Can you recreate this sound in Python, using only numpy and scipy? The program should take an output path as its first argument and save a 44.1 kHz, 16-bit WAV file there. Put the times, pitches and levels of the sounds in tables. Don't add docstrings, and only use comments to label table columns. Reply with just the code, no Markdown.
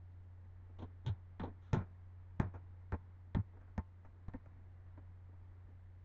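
import sys
import numpy as np
from scipy import signal
from scipy.fft import rfft, irfft
from scipy.io import wavfile
from scipy.ndimage import uniform_filter1d

SR = 44100
rng = np.random.default_rng(int(sys.argv[2]) if len(sys.argv) > 2 else 0)


def wrap_up_sound(samples):
    columns = np.atleast_2d(samples).T
    tamed = np.clip(columns, -1, 1)
    steps = np.round(tamed * 32767).astype(np.int16)
    wavfile.write(sys.argv[1], SR, steps)


N = 266628
AGE_S = np.arange(SR // 2) / SR

# (frequency [Hz], relative level [dB])
SLAP_SPECTRUM = [(250, -20.5), (400, 0), (520, -1), (620, 1.5), (740, 1.5), (930, 2), (1100, -5),
                 (1600, -22.5), (3000, -42)]
PING_SPECTRUM = [(700, -24.5), (1100, -4.5), (1350, 1), (1700, -4.5), (2050, -12.5), (2400, -12.5),
                 (2800, -28), (4500, -35.5)]
GRIT_SPECTRUM = [(1800, -13), (2600, -7), (3350, 2), (4000, -1.5), (4600, -19.5), (6000, -34)]
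SAND_SPECTRUM = [(3800, -21), (4800, -2), (5500, 3.5), (6400, 7.5), (7200, -0.5), (8200, -20.5)]


def undb(db):
    return 10 ** (np.asarray(db) / 20)


def fade(t60_s):
    return np.exp(-np.log(1000) * AGE_S / t60_s)


def colour(x, spectrum, size=4096):
    hz, db = np.transpose(spectrum)
    grid_hz = np.maximum(np.fft.rfftfreq(size, 1 / SR), 1)
    octaves_above = np.maximum(np.log2(grid_hz / hz[-1]), 0)
    gain = undb(np.interp(np.log(grid_hz), np.log(hz), db) - 20 * octaves_above)
    cepstrum = irfft(np.log(gain))
    cepstrum[1:size // 2] *= 2
    cepstrum[size // 2 + 1:] = 0
    response = irfft(np.exp(rfft(cepstrum)))
    return signal.fftconvolve(x, response / np.linalg.norm(response))[:len(x)]


def drift(rate_hz):
    hold = int(SR / rate_hz)
    steps = np.repeat(rng.standard_normal(N // hold + 1), hold)
    return uniform_filter1d(steps, hold)[:N]


def add(track, start_s, sound):
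    i = int(start_s * SR)
    track[i:i + len(sound)] += sound[:N - i]


def patter(powers, spectra, clump_db=2.0):
    clumps = undb(clump_db * drift(400))
    return sum(colour(np.sqrt(power) * clumps * rng.standard_normal(N), spectrum)
               for power, spectrum in zip(powers, spectra))


def thump(db, hz, cycles):
    swell = AGE_S * hz / cycles
    return -undb(db) * np.sin(2 * np.pi * hz * AGE_S) * swell * np.exp((1 - swell ** 2) / 2)


def background(hum_hz=90, waver_db=0.9, town_db=-53, swell_db=-1.03):
    # (time [s], RMS level [dB])
    hum_levels = [(0, -44.5), (3.2, -46), (4.3, -47), (6.05, -46.5)]
    # (frequency [Hz], relative level [dB])
    town_spectrum = [(20, -6), (38, -5), (65, -10.5), (130, -16.5), (250, -22.5), (400, -28), (620, -31),
                     (930, -30), (1300, -35), (2000, -37), (2700, -52), (4000, -58.5), (6000, -72)]
    time_s = np.arange(N) / SR
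    turns = np.cumsum(hum_hz + 0.1 * drift(3.2)) / SR
    hum_db = np.interp(time_s, *np.transpose(hum_levels)) + waver_db * drift(2.1)
    hum = np.sqrt(2) * np.sin(2 * np.pi * turns) * undb(hum_db)
    town = colour(rng.standard_normal(N), town_spectrum) * undb(town_db + swell_db * drift(5))
    return hum + town


def scuffs(landing_rise_s=0.0026, tap_rise_s=0.0016, t60_ratio_per_band=0.83):
    # (time [s], level [dB], tilt [dB/band], t60 [s])
    landings = [(0.785, -47.5, 1.5, 0.26), (0.82, -50, 0, 0.17), (1.046, -52, -3, 0.12),
                (1.431, -43.5, -2, 0.19)]
    taps = [ (0.693, -61, -1, 0.065), (2.536, -53, 2, 0.28), (2.938, -42.5, -1, 0.063),
            (3.534, -63.5, -6.5, 0.33), (3.568, -56, 0.5, 0.089), (3.611, -60.5, 4.5, 0.16),
            (3.677, -61, 2.5, 0.11), (4.047, -53.5, 3.5, 0.11), (4.458, -55, 4.5, 0.042),
            (4.974, -54.5, 1, 0.096), (5.288, -62.5, -10.5, 0.05), (5.329, -59.5, -8, 0.061),
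            (5.675, -69, -8, 0.28)]
    # (pat [dB], slap [dB], ping [dB], grit [dB], sand [dB])
    landing_mix = (2, -2.5, -24.5, -17.5, -35)
    tap_mix = (1.5, 1, -6.5, -38.5, -38)
    slide_mix = (-88, -76, -67.5, -75, -85.5)
    # (frequency [Hz], relative level [dB])
    pat_spectrum = [(60, -18.5), (130, -12.5), (200, -10), (275, -1), (330, -6), (370, -13), (450, -5),
                    (560, -25.5), (900, -44)]
    bands = np.arange(5) - 1
    contacts = []
    for events, rise_s, mix in (landings, landing_rise_s, landing_mix), (taps, tap_rise_s, tap_mix):
        for start_s, db, tilt_db, t60_s in events:
            contacts.append((start_s, rise_s, t60_s, db + tilt_db * bands + np.array(mix)))
    contacts.append((1.606, 0.13, 0.5, slide_mix))
    powers = np.zeros((5, N))
    for start_s, rise_s, t60_s, levels_db in contacts:
        for power, db, band in zip(powers, levels_db, bands):
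            envelope = np.minimum(AGE_S / rise_s, 1) * fade(t60_s * t60_ratio_per_band ** band)
            add(power, start_s, (undb(db) * envelope / envelope.max()) ** 2)
    return patter(powers, (pat_spectrum, SLAP_SPECTRUM, PING_SPECTRUM, GRIT_SPECTRUM, SAND_SPECTRUM))


def knocks():
    # (time [s], level [dB], pitch [Hz], rise [cycles], octave re note [dB])
    hits = [(1.768, -27, 133, .6, -13), (3.367, -24.5, 170.4, 0.59, -31), (3.384, -35.5, 181, 1.06, -22),
            (3.781, -32.5, 190.6, 0.76, -29), (4.341, -40.5, 253.4, 2.46, -11.5)]
    out = np.zeros(N)
    for start_s, db, hz, cycles, octave_db in hits:
        add(out, start_s, thump(db, hz, cycles) + thump(db + octave_db, 2 * hz, 2 * cycles))
    return out


def cavity(spot_db=2.0, detune_share=0.0023):
    # (frequency [Hz], relative level [dB], t60 [s])
    modes = [(620, -9, 0.25), (742, -2.5, 0.064), (890, 0, 0.2), (939, 2.5, 0.084), (1057, -6.5, 0.33),
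             (1337, -4.5, 0.068), (1600, -6, 0.027), (1710, -3.5, 0.037), (1817, -0.5, 0.065),
             (2060, -10.5, 0.092), (2240, -18.5, 0.026), (3040, -39.5, .07)]
    ring = 0
    for hz, db, t60_s in modes:
        detune, strength = rng.standard_normal(2)
        tone = np.sin(2 * np.pi * hz * (1 + detune_share * detune) * AGE_S)
        ring = ring + undb(db + spot_db * strength) * fade(t60_s) * tone
    return ring


def bounce_envelopes(yard_t60_s, yard_db=-5, build_s=0.0033, squash_s=0.00055):
    scatter = undb(yard_db) * (1 - np.exp(-AGE_S / build_s))
    blow = np.hypot(fade(t60_s=0.044), scatter * fade(yard_t60_s))
    soft = blow * (1 - np.exp(-AGE_S / squash_s))
    tick = fade(t60_s=0.012)
    grit = np.hypot(tick, undb(-3) * scatter * fade(0.35 * yard_t60_s))
    sand = np.hypot(tick, undb(-3) * scatter * fade(0.29 * yard_t60_s))
    return soft, soft, blow, grit, sand


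def ball(noise_gain_db=2.0, boom_lag_s=0.033):
    # (time [s], blow [dB], grit [dB], sand [dB], thump [dB], thump pitch [Hz],
    # thump rise [cycles], boom [dB], yard t60 [s])
    bounces = [ (1.063, -49, -45, -60.5, -31, 120.3, 2.05, -28.5, 0.41),
               (1.397, -46, -54.5, -92, -55, 131, .7, -58, 0.34),
               (1.731, -37.5, -46.5, -54, -21.5, 116, 0.64, -37.5, 0.35),
               (2.399, -41, -59.5, -63, -22, 111, 0.47, -35.5, 0.29),
               (2.922, -44, -84, -76.5, -29.5, 83, 1.05, -54, 0.098),
               (3.348, -43.5, -53, -77, -28.5, 82.3, 0.53, -28.5, 0.16),
               (3.779, -44, -88, -66.5, -31, 79.5, 0.77, -62, 0.097),
               (4.283, -55.5, -69, -76, -30, 88, 0.23, -56, 0.18),
               (4.337, -50, -72, -88, -48, 120, 0.71, -45, 0.063)]
    # (frequency [Hz], relative level [dB])
    shell_spectrum = [(25, -5), (60, -4.5), (120, -5), (190, 5), (265, -6), (320, -6.5), (365, -7.5),
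                      (480, -17.5), (900, -52.5)]
    shell_db, slap_db, ping_db, ring_db = 5.5, -2.5, -7, -7.5
    note_max_db, note_db_per_db = -38.5, 3.3
    hardest_db = max(row[1] for row in bounces)
    tones, powers = np.zeros(N), np.zeros((5, N))
    for start_s, blow_db, grit_db, sand_db, thump_db, hz, cycles, boom_db, yard_t60_s in bounces:
        shell_note = thump(note_max_db - note_db_per_db * (hardest_db - blow_db), hz=369, cycles=5.3)
        air_ring = undb(blow_db + ring_db) * cavity()
        add(tones, start_s, thump(thump_db, hz, cycles) + air_ring + shell_note)
        add(tones, start_s + boom_lag_s, thump(boom_db, hz=98.8, cycles=2.08))
        levels_db = blow_db + shell_db, blow_db + slap_db, blow_db + ping_db, grit_db, sand_db
        for power, db, envelope in zip(powers, levels_db, bounce_envelopes(yard_t60_s)):
            add(power, start_s, (undb(db) * envelope) ** 2)
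    spectra = shell_spectrum, SLAP_SPECTRUM, PING_SPECTRUM, GRIT_SPECTRUM, SAND_SPECTRUM
    return tones + undb(noise_gain_db) * patter(powers, spectra)


def scene():
    return (ball() + knocks() + scuffs() + background())[None]


def gate(x, threshold_db=-51.5, depth_db=-10, window_s=0.02, knee=4, key_hz=143):
    key = signal.sosfiltfilt(signal.butter(4, key_hz, "high", fs=SR, output="sos"), x)
    size = int(window_s * SR)
    rms = np.sqrt(np.abs(uniform_filter1d(key ** 2, size, origin=size // 3)) + 1e-18)
    opening = 1 / (1 + (undb(threshold_db) / rms) ** knee)
    return x * undb(depth_db * (1 - opening))


def record(dry, hiss_db=-89.5, cutoff_hz=8200):
    # (frequency [Hz], relative level [dB])
    hiss_spectrum = [(1000, 1.5), (2800, 0.5), (3900, -3.5), (5000, -9), (6800, -11.5), (8200, -14)]
    hiss = undb(hiss_db) * colour(rng.standard_normal(N), hiss_spectrum)
    low_pass = signal.ellip(8, 0.2, 70, cutoff_hz, fs=SR, output="sos")
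    return signal.sosfilt(low_pass, gate(dry) + hiss)


dry = scene()
out = record(dry)
wrap_up_sound(out)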